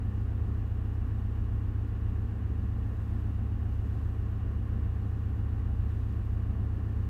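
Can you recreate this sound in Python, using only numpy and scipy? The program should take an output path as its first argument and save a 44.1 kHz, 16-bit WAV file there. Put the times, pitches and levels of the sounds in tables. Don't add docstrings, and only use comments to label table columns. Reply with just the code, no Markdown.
import sys
import numpy as np
from scipy import signal
from scipy.fft import rfft, irfft
from scipy.io import wavfile

SR = 44100
rng = np.random.default_rng(int(sys.argv[2]) if len(sys.argv) > 2 else 0)


def inscribe(sig):
    pcm = np.round(np.clip(np.atleast_2d(sig).T, -1, 1) * 32767)
    wavfile.write(sys.argv[1], SR, pcm.astype(np.int16))


N = 312669

CYCLE_HZ = 7.48144
TIME = np.arange(N) / SR
BINS_HZ = np.fft.rfftfreq(N, 1 / SR)


def gain_of(db):
    return 10 ** (np.asarray(db) / 20)


def read(points, hz):
    point_hz, level_db = np.transpose(points)
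    return np.interp(np.log(hz + 1), np.log(point_hz + 1), level_db)


def noise(density):
    white = rfft(rng.standard_normal(N))
    return irfft(white * density * np.sqrt(SR / 2), N)


def drift(rate_hz):
    slow = noise(np.exp(-(BINS_HZ / rate_hz) ** 2) * (BINS_HZ > 0))
    return slow / slow.std()


def repeat(multiples, db, phase, cycles, size=16384):
    lines = np.zeros(size // 2 + 1, complex)
    lines[np.round(multiples).astype(int)] = gain_of(db) * np.exp(1j * phase)
    one_cycle = irfft(lines, size) * size / np.sqrt(2)
    return np.interp(cycles, np.arange(size) / size, one_cycle, period=1)


def crank():
    first_cycle_s = .053
    hunt_s, jitter_s = .00007, .000018
    timing_error_s = hunt_s * drift(.5) + jitter_s * drift(8.8)
    return CYCLE_HZ * (TIME - first_cycle_s + timing_error_s)


def throb(cycles, unsteady=0.036):
    # multiple, level_db
    throb_lines = [(4, -62.5), (5, -48), (6, -40), (7, -59), (8, -46.5), (9, -44.5), (10, -35), (11, -50),
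                   (12, -59), (13, -46.5), (14, -35), (15, -60.5), (16, -66)]
    multiples, level_db = np.transpose(throb_lines)
    phase = -3 / 8 * np.pi * multiples ** 2
    return repeat(multiples, level_db, phase, cycles) * (1 + unsteady * drift(2.8))


def clatter(cycles, trim_db=-.5, scatter_db=3.0, unsteady=.12):
    # line_hz, level_db
    clatter_envelope = [(130, -64.5), (250, -72), (350, -76.5), (470, -77), (570, -88), (750, -86),
                        (880, -89), (1100, -82.5), (1350, -88), (1850, -89), (2200, -99), (2850, -102.3),
                        (3200, -107.9), (4000, -116.3)]
    # multiple, level_db
    ringing_lines = [(20, -57.5), (22, -63), (25, -58.5), (27, -63.5), (29, -58), (30, -57.5), (31, -62.5),
                     (34, -61.5), (37, -59), (38, -66.5), (39, -67.5), (42, -63), (45, -63.5), (47, -69),
                     (51, -68), (52, -70.5), (54, -65.5), (60, -70), (61, -68), (66, -77.5), (71, -73),
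                     (89, -73), (98, -75), (103, -74.5), (126, -76), (136, -73), (140, -76), (144, -73),
                     (151, -71), (155, -78.5), (158, -74), (168, -82.5), (170, -79), (188, -76), (202, -81),
                     (220, -85.5), (227, -82), (251, -80)]
    multiples = np.arange(17, 540)
    scatter = scatter_db * rng.uniform(-1.8, 1.9, len(multiples))
    level_db = read(clatter_envelope, multiples * CYCLE_HZ) + trim_db + scatter
    strong, strong_db = np.transpose(ringing_lines)
    level_db[np.searchsorted(multiples, np.round(strong))] = strong_db
    phase = rng.uniform(0, 2 * np.pi, len(multiples))
    return repeat(multiples, level_db, phase, cycles) * (1 + unsteady * drift(18))


def room_ripple(depth_db=1.6, spacing_hz=22.03):
    grid_hz = np.arange(0, SR / 2, spacing_hz)
    ripple = rng.standard_normal(len(grid_hz))
    return gain_of(depth_db * np.interp(BINS_HZ, grid_hz, ripple))


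def roar(cycles, pulsing=0.052, top_hz=2966.0):
    # point_hz, density_db_per_hz
    roar_spectrum = [(16, -92.5), (24, -77.5), (40, -60.5), (85, -61), (115, -67), (155, -83), (260, -73.5),
                     (340, -80.5), (450, -84.5), (570, -90), (1100, -93), (1750, -97.5), (2200, -102),
                     (2900, -101.5)]
    # mode_hz, width_hz (centre to -6 dB), peak_db_per_hz
    boom_modes = [(43.3, 4.3, -57.5), (74, 7.2, -62.5), (136.7, 2.6, -67.5), (177, 5.9, -66),
                  (198.6, 4, -60.5), (233.5, 9.4, -66), (291.8, 10, -72.5), (425, 17, -80.5),
                  (643, 5.4, -89), (761, 55, -87.5), (1260, 12, -89.5), (1432, 12, -89.5),
                  (1768, 10, -91.5), (1823, 21, -90.5), (1970, 14, -98), (2830, 130, -100),
                  (3360, 27, -108), (3770, 20, -108)]
    turbulence = gain_of(read(roar_spectrum, BINS_HZ)) * room_ripple()
    power = turbulence ** 2 / (1 + (BINS_HZ / top_hz) ** 16)
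    for mode_hz, width_hz, peak_db in boom_modes:
        detuning = (BINS_HZ - mode_hz) / width_hz
        power = power + gain_of(peak_db) ** 2 / (1 + detuning ** 2) ** 2
    firing = np.cos(2 * np.pi * 4 * cycles)
    return noise(np.sqrt(power)) * (1 + pulsing * firing)


def whines(waver_rad=0.55, flutter=.3):
    # tone_hz, level_db (rms, without flutter)
    whine_tones = [(59.2, -47), (87.8, -56), (118.3, -54), (197.5, -60), (268.3, -60), (726.8, -81),
                   (763.8, -78.5), (805, -80), (819.8, -73), (1052.6, -77), (1085.9, -76), (1302.9, -82),
                   (1539.7, -80), (1695.7, -80.5), (2848, -87), (2896, -88.5)]
    total = np.zeros(N)
    for tone_hz, level_db in whine_tones:
        strength = gain_of(level_db) * np.sqrt(2) * (1 + flutter * drift(2.5))
        total += strength * np.sin(2 * np.pi * tone_hz * TIME + waver_rad * drift(2))
    return total


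def hiss(rest_db=-0.53, flicker_db=0.36):
    # point_hz, density_db_per_hz
    hiss_spectrum = [(1500, -116), (3700, -109), (5000, -114), (7000, -116), (9000, -117.7),
                     (10300, -121.5), (11500, -117.8), (12600, -115.8), (14000, -119), (15700, -122)]
    # crest_s, lift_db
    swell_arches = [(.35, .6), (1.18, 0.7), (3.08, 2), (3.95, 2), (5.08, 1.1), (6.05, 2), (7.0, 0.8)]
    arch_s = .9
    swell_db = np.zeros(N)
    for crest_s, lift_db in swell_arches:
        position = np.clip((TIME - crest_s) / arch_s, -.5, .5)
        swell_db += lift_db * np.cos(np.pi * position) ** 2
    level_db = rest_db + swell_db + flicker_db * drift(40)
    return noise(gain_of(read(hiss_spectrum, BINS_HZ))) * gain_of(level_db)


def scene():
    cycles = crank()
    mix = throb(cycles) + clatter(cycles) + roar(cycles) + whines() + hiss()
    return mix[None]


def record(dry):
    edge_hz = 15750
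    taps = signal.firwin(1023, edge_hz, window=("kaiser", 9), fs=SR)
    return signal.oaconvolve(dry, taps[None], "same")


dry = scene()
out = record(dry)
inscribe(out)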